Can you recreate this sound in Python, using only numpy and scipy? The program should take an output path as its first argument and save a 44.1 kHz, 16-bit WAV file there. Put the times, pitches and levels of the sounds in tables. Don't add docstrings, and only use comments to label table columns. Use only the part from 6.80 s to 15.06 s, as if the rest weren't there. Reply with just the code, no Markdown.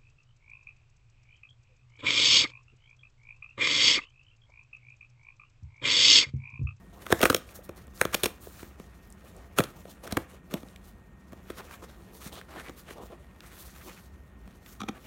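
import sys
import numpy as np
from scipy import signal
from scipy.fft import rfft, irfft, next_fast_len
from scipy.io import wavfile
from scipy.ndimage import uniform_filter1d

SR = 44100
rng = np.random.default_rng(int(sys.argv[2]) if len(sys.argv) > 2 else 0)


def to_wav(s):
    ch = np.atleast_2d(s).T
    pcm = np.round(np.clip(ch, -1, 1) * 32767)
    wavfile.write(sys.argv[1], SR, pcm.astype(np.int16))


N = 364266
TIME = np.arange(N) / SR

# (frequency [Hz], relative level per Hz [dB])
AIR_SPECTRUM = [(22, -25), (32, -15.5), (45, 4), (65, 8), (90, -0.5), (130, -5.5), (185, -1.5), (280, -10),
                (500, -19.5), (1300, -23), (2500, -29.5), (5000, -55.5), (6800, -42), (16000, -65.5)]
AIR_DB = -52
# (frequency [Hz], pitch waver [Hz], level [dB])
HUM_LINES = [(190, 5.6, -65.5), (368, 6, -75), (1853, 5.98, -72)]

# (time [s], relative rasp level [dB])
GRIP_LEVELS = [(0, -66), (0.9, -64), (2.1, -63.5), (2.35, -65), (3.1, -62), (3.65, -69.5), (3.95, -63),
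               (4.35, -71.5), (4.6, -62), (5.2, -60.5), (6.45, -64), (7.55, -68.5), (7.7, -65),
               (8.25, -60.5)]
GRIP_DRONE_DB, GRIP_HISS_DB = 3, -4
# (frequency [Hz], relative level per Hz [dB])
FRICTION_SPECTRUM = [(130, 6), (220, -6.5), (330, 7), (540, 3), (690, 3), (900, -0.5), (1270, 0.5),
                     (1900, 0.5), (2600, -1.5), (3600, -10), (5000, -15), (6800, -12.5), (10500, -13.5),
                     (16000, -10)]
# (start time [s], length [s], relative rasp level [dB], brightness [dB])
BLADE_STROKES = [(0.12, 0.073, -58, -0.5), (0.185, 0.05, -54.5, 2), (0.3, 0.23, -50, 5),
                 (0.66, 0.063, -57.5, 5.5), (1.13, 0.18, -59.5, 11), (1.31, 0.18, -51, 4.5),
                 (2.435, 0.05, -57, 0), (2.55, 0.096, -61, -7), (2.77, 0.087, -50, -0.5),
                 (2.95, 0.053, -58, 1), (3.065, 0.045, -54.5, -1), (3.225, 0.055, -48, -1.5),
                 (3.29, 0.12, -52, -0.5), (3.485, 0.061, -54.5, 1.5), (3.695, 0.074, -49.5, -2),
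                 (3.77, 0.15, -61, 0.5)]
# (start time [s], length [s], relative rasp level [dB], brightness [dB])
SKIN_BRUSHES = [(0.735, 0.026, -57, 9), (0.825, 0.027, -67, 12), (0.955, 0.026, -52.5, -3),
                (1.6, 0.05, -57, 8), (1.67, 0.18, -57.5, 0.5), (1.96, 0.062, -63, -4.5),
                (2.955, 0.016, -58.5, 2), (3.09, 0.015, -54.5, 4.5), (4.03, 0.08, -67.5, 3.5),
                (5.325, 0.046, -58.5, 2.5), (5.395, 0.08, -51, 0), (5.96, 0.045, -57.5, 1),
                (6.205, 0.05, -64, 3), (6.615, 0.061, -54.5, -2.5), (6.70, 0.1, -52.5, -5),
                (6.76, 0.12, -58, 1.5), (6.91, 0.24, -54, -3.5), (7.06, 0.037, -50, -5.5),
                (7.16, 0.099, -65, 0), (7.84, 0.095, -59, 0)]
# (start time [s], length [s], relative rasp level [dB], brightness [dB], chatter pitch [Hz])
LID_SCRAPES = [(4.647, 0.12, -57, 12, 1400), (4.765, 0.042, -44.5, -2, 1250),
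               (4.824, 0.12, -53.5, 1.5, 1290), (4.896, 0.051, -54.5, 4, 1330),
               (5.015, 0.031, -48, -1, 1190), (5.073, 0.028, -59, 1, 3770), (5.51, 0.076, -47, 3.5, 3300),
               (5.673, 0.098, -51.5, 0, 1300), (5.74, 0.073, -48, 0.5, 1660),
               (5.825, 0.061, -47.5, 2, 2080), (6.057, 0.068, -51.5, 1, 2770), (6.14, 0.1, -56.5, -8, 480),
               (6.294, 0.054, -59, -8, 900), (8.133, 0.047, -56, 1.5, 1180),
               (8.23, 0.056, -53.5, 5.5, 2300)]
STROKE_SWELL, STROKE_FADE = 0.14, 0.21

# (start time [s], length [s], relative starting level [dB], rise over the run [dB])
RIP_RUNS = [(0.252, 0.065, -53.5, 8), (0.306, 0.016, -41.5, 14.5), (0.401, 0.039, -45.5, 23.5),
            (0.434, 0.015, -35.5, -12), (0.446, 0.036, -26.5, -10), (0.492, 0.018, -41, 10),
            (0.509, 0.023, -39.5, 5), (1.175, 0.055, -57.5, 7), (1.209, 0.018, -49, 14),
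            (1.323, 0.023, -43.5, 18), (1.442, 0.039, -30.5, -20), (2.757, 0.026, -58.5, 28.5),
            (2.794, 0.016, -36, -3), (2.81, 0.05, -51.5, 0), (3.267, 0.011, -42, 6), (3.305, 0.014, -48, 9),
            (3.707, 0.045, -47, -9)]
RIP_BITE_S = 0.0051

# (time [s], thump level [dB], panel pitch [Hz], knock level [dB], crack level [dB],
#  rebound strength [dB])
FLAP_SNAPS = [(0.266, -44, 390, -35, -43.5, -11), (0.3039, -27.5, 405, -40, -42, -15),
              (0.3252, -14, 354, -14, -23, -9.5), (0.3937, -44, 517, -41, -41.5, -14),
              (0.4069, -26.5, 530, -33, -42, -19.5), (0.4155, -35, 320, -29, -27, -16),
              (0.4301, -21, 293, -16.5, -24, 0.5), (0.439, -19.5, 437, -27.5, -29, -20),
              (0.455, -21.5, 426, -14, -24, -0.5), (0.5006, -20, 345, -16, -24, 2),
              (0.5284, -31.5, 430, -34.5, -39, -15), (0.547, -20.5, 484, -23.5, -19, -24),
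              (0.565, -35.5, 510, -44.5, -34, -6.5), (1.214, -23, 334, -15, -22.5, -20),
              (1.2529, -23.5, 410, -26.5, -33, -23), (1.345, -33, 580, -26, -23, 6),
              (1.4353, -22.5, 490, -28, -21, -28.5), (1.4422, -28.5, 420, -30.5, -24, -30),
              (1.458, -28, 506, -27.5, -24, 0.5), (2.7865, -24.5, 307, -17, -22, -18),
              (2.7937, -16.5, 151, -30, -30, -6.5), (2.8039, -22, 460, -24.5, -33.5, -32),
              (2.8385, -44, 200, -41, -36.5, 0), (3.3245, -25, 210, -36, -32.5, -7),
              (3.3706, -21.5, 393, -22.5, -32.5, 1.5), (3.74, -25, 175.5, -35.5, -33.5, -9)]
SNAP_FRAY_MS, CREASE_FRAY_MS = 1.34, 2.9
REBOUND_S, REBOUND_PITCH = .0036, .8
REBOUND_THUMP_DB, REBOUND_KNOCK_DB, REBOUND_CRACK_DB = 0.5, -10, -6.5
# (frequency [Hz], width [Hz], relative level [dB])
BOX_MODES = [(101, 29, 3), (171, 120, 1.5), (260, 34, -16.5), (371.6, 64, 2.5), (490, 79, 0.5),
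             (630, 67, -2.5), (1194, 364, 4.5), (1545, 250, -10.5), (2263, 280, -13), (3240, 610, -12.5),
             (5470, 330, -13), (6440, 530, -16), (8520, 1400, -15), (11640, 470, -15), (15000, 8900, -23.5)]
SPOT_SPREAD_DB = 2.5
PANEL_Q = 2.5
LEVEL_SPAN = np.sqrt(.005 * SR)

# (time [s], level [dB], ring pitch [Hz])
EDGE_TICKS = [(0.691, -51.5, 2350), (1.07, -60.5, 8260), (1.176, -53, 4350), (2.273, -64, 14000),
              (2.303, -56, 9000), (2.325, -53, 7450), (2.566, -57.5, 9100), (3.113, -71, 6140),
              (3.886, -58, 3970), (3.961, -49, 2250), (4.911, -46.5, 1450), (5.528, -49.5, 3470),
              (5.614, -44.5, 1570), (6.606, -48, 2270), (7.862, -51, 2250)]

# (time [s], thump level [dB], panel pitch [Hz], hardness: knock above thump [dB])
BOX_BUMPS = [(0.79, -43, 516, -17), (0.893, -33.5, 387, -9.5), (1.08, -46, 190, -11),
             (1.671, -40.5, 376, -13), (1.83, -38, 320, -8.5), (1.999, -38.5, 189, -8.5),
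             (3.054, -42, 500, -9.5), (3.832, -40.5, 249, -10.5), (4.523, -43.5, 222, -8.5),
             (4.532, -41.5, 292, -8), (4.703, -32, 318, -7), (5.462, -36, 186, -19), (5.774, -54, 219, -7),
             (5.896, -37.5, 358, -7), (6.108, -43, 340, 0), (7.677, -44.5, 178, -10)]
BUMP_CRACK_DB, BUMP_CONTACT_MS = -7, 2

CHATTER_DB, CHATTER_PER_S, CHATTER_Q = -5, 700, 3.5

# (time [s], thump level [dB], panel pitch [Hz], knock level [dB], crack level [dB],
#  rebound strength [dB])
CREASE_CRACKS = [(8.0054, -39, 210, -34, -46, -11), (8.0165, -32.5, 222, -32, -46.5, -21),
                 (8.035, -32.5, 226, -37, -55, -16), (8.0875, -32.5, 312, -31, -45, 4.5)]
# (frequency [Hz], width [Hz], relative level [dB])
LID_MODES = [(222, 47, -7.5), (810, 66, -13.5), (1250, 126, 1), (1900, 270, -16), (2400, 320, -14),
             (3600, 430, -2.5), (4340, 700, -12), (5770, 600, -1), (8600, 730, -20)]

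# (band centre [Hz], time to fall by 60 dB [s])
ROOM_DECAY = [(100, 0.55), (400, 0.16), (1200, 0.35), (3000, 0.29), (8000, 0.19), (16000, 0.13)]
# (frequency [Hz], relative level [dB])
ROOM_SPECTRUM = [(100, -16), (400, -12), (1200, -17.5), (3000, -18), (8000, -18.5), (16000, -12.5)]
CUTOFF_HZ = 15900


def from_db(db):
    return 10 ** (np.asarray(db) / 20)


def rms_one(x):
    return x / np.sqrt(np.mean(x ** 2) + 1e-20)


def unit_energy(rows):
    return rows / (np.linalg.norm(rows, axis=-1, keepdims=True) + 1e-12)


def at_hz(points, hz):
    known_hz, values = np.transpose(points)
    return np.interp(np.log(np.maximum(hz, 1)), np.log(known_hz), values)


def coloured(x, spectrum):
    size = next_fast_len(N)
    gain = from_db(at_hz(spectrum, np.fft.rfftfreq(size, 1 / SR)))
    return rms_one(irfft(rfft(x, size) * gain, size)[:N])


def add(out, sound, start):
    part = out[start:start + len(sound)]
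    part += sound[:len(part)]


def drift(rate):
    steps = TIME * rate
    return rms_one(np.interp(steps, np.arange(N // 10), rng.standard_normal(N // 10)))


def butter(x, order, edge_hz, kind="low"):
    return signal.sosfilt(signal.butter(order, edge_hz, kind, fs=SR, output="sos"), x)


def resonance(x, hz, width_hz):
    r = np.exp(-np.pi * width_hz / SR)
    top = np.array([1, 0, -1]) * (1 - r * r) / 2
    return signal.lfilter(top, [1, -2 * r * np.cos(2 * np.pi * hz / SR), r * r], x + 1e-18)


def rung(force, body):
    spots = SPOT_SPREAD_DB * rng.standard_normal((len(force), len(body)))
    return sum(resonance(force, hz, width) * from_db(db + spots[:, [k]])
               for k, (hz, width, db) in enumerate(body))


def three_ranges(x, low_hz, high_hz):
    cuts = [(low_hz, "low"), ([low_hz, high_hz], "band"), (high_hz, "high")]
    return [butter(x, 3, edge, kind) for edge, kind in cuts]


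def tilted(x, pivot_hz, upper_db):
    low, high = [rms_one(butter(x, 1, pivot_hz, kind)) for kind in ("low", "high")]
    gain = from_db(upper_db)
    return (low + gain * high) / np.hypot(1, gain)


def grains(per_s, spread_db, shape):
    sizes = from_db(spread_db * np.minimum(rng.exponential(1, shape), 4))
    sizes = sizes * rng.choice([-1, 1], shape)
    return rms_one(sizes * (rng.random(shape) < per_s / SR))


def background(waver_per_s=40):
    hum = 0
    for hz, waver_hz, db in HUM_LINES:
        cycles = np.cumsum(hz + waver_hz * drift(waver_per_s)) / SR
        hum = hum + from_db(db) * rms_one(np.sin(2 * np.pi * cycles))
    return from_db(AIR_DB) * coloured(rng.standard_normal(N), AIR_SPECTRUM) + hum


def rubbing(catch_db=0.6, flutter_db=2.3, patchy_db=2.0, grit_db=-4,
            rasp_lean_db=0, hiss_lean_db=-3, airy_share=.9, count=26):
    forces = grains(per_s=22000, spread_db=1.5, shape=(2, N))
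    slips = 0
    for k, hz in enumerate(np.geomspace(170, 15000, count)):
        patch = from_db(patchy_db * drift(rate=22))
        slips = slips + (-1) ** (k // 2) * resonance(forces[k % 2], hz, hz / 7) * patch
    grit = rms_one(rung(grains(per_s=210, spread_db=0.5, shape=(1, N)), BOX_MODES)[0])
    contact = coloured(slips, FRICTION_SPECTRUM) + from_db(grit_db) * grit
    drone, rasp, hiss = three_ranges(contact, low_hz=1050, high_hz=3740)
    drone_db, rasp_db, hiss_db = sliding_levels()
    airy_db = airy_share * np.clip(hiss_db - rasp_db, -12, 12)
    rasp = tilted(rasp, pivot_hz=2120, upper_db=rasp_lean_db + airy_db)
    hiss = tilted(hiss, pivot_hz=8500, upper_db=hiss_lean_db + airy_db)
    catch = catch_db * drift(rate=320)
    return sum(rms_one(part) * from_db(level + catch + flutter_db * drift(rate=45))
               for part, level in [(drone, drone_db), (rasp, rasp_db), (hiss, hiss_db)])


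def sliding_levels():
    blade = strokes(BLADE_STROKES, attack_s=0.0087, release_s=0.011,
                    drone_db=2.5, hiss_db=-4, drone_share=0.4, hiss_share=0.98)
    skin = strokes(SKIN_BRUSHES, attack_s=0.017, release_s=0.013,
                   drone_db=-5.5, hiss_db=2.5, drone_share=0.33, hiss_share=0.98)
    lid = strokes(LID_SCRAPES, attack_s=0.013, release_s=0.0047,
                  drone_db=1.8, hiss_db=-6.0, drone_share=0.98, hiss_share=.1)
    grip_db = np.interp(TIME, *np.transpose(GRIP_LEVELS))
    hold = from_db([grip_db + GRIP_DRONE_DB, grip_db, grip_db + GRIP_HISS_DB]) ** 2
    return 10 * np.log10(blade + skin + lid + hold)


def strokes(rows, attack_s, release_s, drone_db, hiss_db, drone_share, hiss_share):
    power = np.zeros((3, N))
    for start, length, db, bright_db, *_ in rows:
        speed = stroke_speed(length, attack_s, release_s)
        levels = [db + drone_db - drone_share * bright_db, db, db + hiss_db + hiss_share * bright_db]
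        for part, level in zip(power, levels):
            add(part, (from_db(level) * speed) ** 2, round(start * SR))
    return power


def stroke_speed(length, attack_s, release_s):
    t = TIME[:SR]
    rise_s, fall_s = attack_s + STROKE_SWELL * length, release_s + STROKE_FADE * length
    return np.minimum(t / rise_s, 1) * np.exp(-np.maximum(t - length, 0) / fall_s)


def rips(bright_db=-11, tug_db=1.8):
    pull = 0
    for start, length, db, rise_db in RIP_RUNS:
        bite = np.clip((TIME - start) / RIP_BITE_S, 0, 1) * (TIME < start + length)
        pull = pull + bite * from_db(db + rise_db * np.clip((TIME - start) / length, 0, 1))
    fibres = grains(per_s=2000, spread_db=1.5, shape=(1, N))
    fibres = fibres * rms_one(from_db(tug_db * drift(rate=450)))
    crackle = rms_one(rung(fibres, BOX_MODES)[0]) + from_db(bright_db) * fibres[0]
    return uniform_filter1d(pull, size=60) * crackle


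def snaps(breaks, body, panel_q, whole_body_db, fray_share=0.79, settle_ms=1.52, size=4096):
    when, thump_db, panel_hz, knock_db, crack_db, fray_ms = np.array(breaks).T[:, :, None]
    lead = size // 4
    ms = (np.arange(size) - lead) * 1000 / SR
    fray_ms = np.maximum(fray_ms, .1)
    swell = np.exp(-np.abs(ms) / np.where(ms < 0, fray_ms, settle_ms * np.sqrt(fray_ms)))
    fray = unit_energy(grains(per_s=8000, spread_db=3.5, shape=swell.shape) * swell)
    force = fray_share * fray_ms * fray
    force[:, lead] += 1
    force = bend(force, travel_ms=0.753)
    hollow, knock, crack = three_ranges(rung(force, body), low_hz=706, high_hz=2530)
    flex = np.array([resonance(row, hz, hz / panel_q) for row, hz in zip(force, panel_hz[:, 0])])
    flex = butter(flex, 3, 650)
    thump = unit_energy(flex) + from_db(whole_body_db) * unit_energy(hollow)
    sounds = sum(LEVEL_SPAN * from_db(db) * unit_energy(part)
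                 for part, db in [(thump, thump_db), (knock, knock_db), (crack, crack_db)])
    out = np.zeros(N)
    for s, sound in zip(when[:, 0], sounds):
        add(out, sound, round(s * SR) - lead)
    return out


def bend(x, travel_ms):
    hz = np.fft.rfftfreq(x.shape[-1], 1 / SR)
    cycles = travel_ms * (2 * np.sqrt(hz / 1000) - hz / 1000 / np.sqrt(10))
    return irfft(rfft(x) * np.exp(-2j * np.pi * cycles))


def with_rebound(rows, fray_ms):
    breaks = []
    for s, thump_db, hz, knock_db, crack_db, rebound_db in rows:
        breaks.append((s, thump_db, hz, knock_db, crack_db, fray_ms))
        breaks.append((s + REBOUND_S, thump_db + rebound_db + REBOUND_THUMP_DB, hz * REBOUND_PITCH,
                       knock_db + rebound_db + REBOUND_KNOCK_DB,
                       crack_db + rebound_db + REBOUND_CRACK_DB, fray_ms))
    return breaks


def ticks(edge_q=3.3, die_s=0.0014, direct_db=-14, size=2048):
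    out, fade = np.zeros(N), np.exp(-TIME[:size] / die_s)
    for s, db, hz in EDGE_TICKS:
        force = unit_energy(rng.standard_normal(size) * fade)
        force[0] += 1
        ring = unit_energy(resonance(force, hz, hz / edge_q))
        sound = ring + from_db(direct_db) * unit_energy(force)
        add(out, LEVEL_SPAN * from_db(db) * sound, round(s * SR))
    return out


def bumps():
    blows = [(s, db, hz, db + hard_db, db + hard_db + BUMP_CRACK_DB, BUMP_CONTACT_MS)
             for s, db, hz, hard_db in BOX_BUMPS]
    return snaps(blows, BOX_MODES, PANEL_Q, whole_body_db=-8.5)


def chatter():
    out = np.zeros(N)
    for start, length, db, _, hz in LID_SCRAPES:
        catches = grains(per_s=CHATTER_PER_S, spread_db=3.0, shape=SR)
        speed = stroke_speed(length, attack_s=0.016, release_s=0.0054)
        ring = rms_one(resonance(catches, hz, hz / CHATTER_Q))
        add(out, from_db(db + CHATTER_DB) * speed * ring, round(start * SR))
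    return out


def room(x, gap_s=0.007, build_s=0.0023, size=32768):
    t = np.maximum(TIME[:size] - gap_s, 0)
    hz = np.fft.rfftfreq(size, 1 / SR)
    white, tail = rfft(rng.standard_normal(size)), 0
    for centre_hz, t60 in ROOM_DECAY:
        share = at_hz([(f, float(f == centre_hz)) for f, _ in ROOM_DECAY], hz)
        fade = from_db(-60 * t / t60) * (1 - np.exp(-t / build_s))
        band = irfft(white * share * from_db(at_hz(ROOM_SPECTRUM, hz)))
        tail = tail + band * unit_energy(fade)
    return signal.fftconvolve(x, tail)[:N]


def scene(rip_db=-2.0, rub_db=-2.5):
    flap = snaps(with_rebound(FLAP_SNAPS, SNAP_FRAY_MS), BOX_MODES, PANEL_Q, whole_body_db=-3)
    crease = snaps(with_rebound(CREASE_CRACKS, CREASE_FRAY_MS), LID_MODES, panel_q=4.8, whole_body_db=-1.5)
    card = flap + crease + bumps() + ticks() + chatter()
    card = card + from_db(rip_db) * rips() + from_db(rub_db) * rubbing()
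    return (card + room(card) + background())[None]


def record(dry):
    heard = butter(dry, 3, 35, "high")
    rounded = 1.3 * np.tanh(heard / 1.3)
    return signal.sosfilt(signal.ellip(10, .1, 70, CUTOFF_HZ, fs=SR, output="sos"), rounded)


dry = scene()
out = record(dry)
to_wav(out)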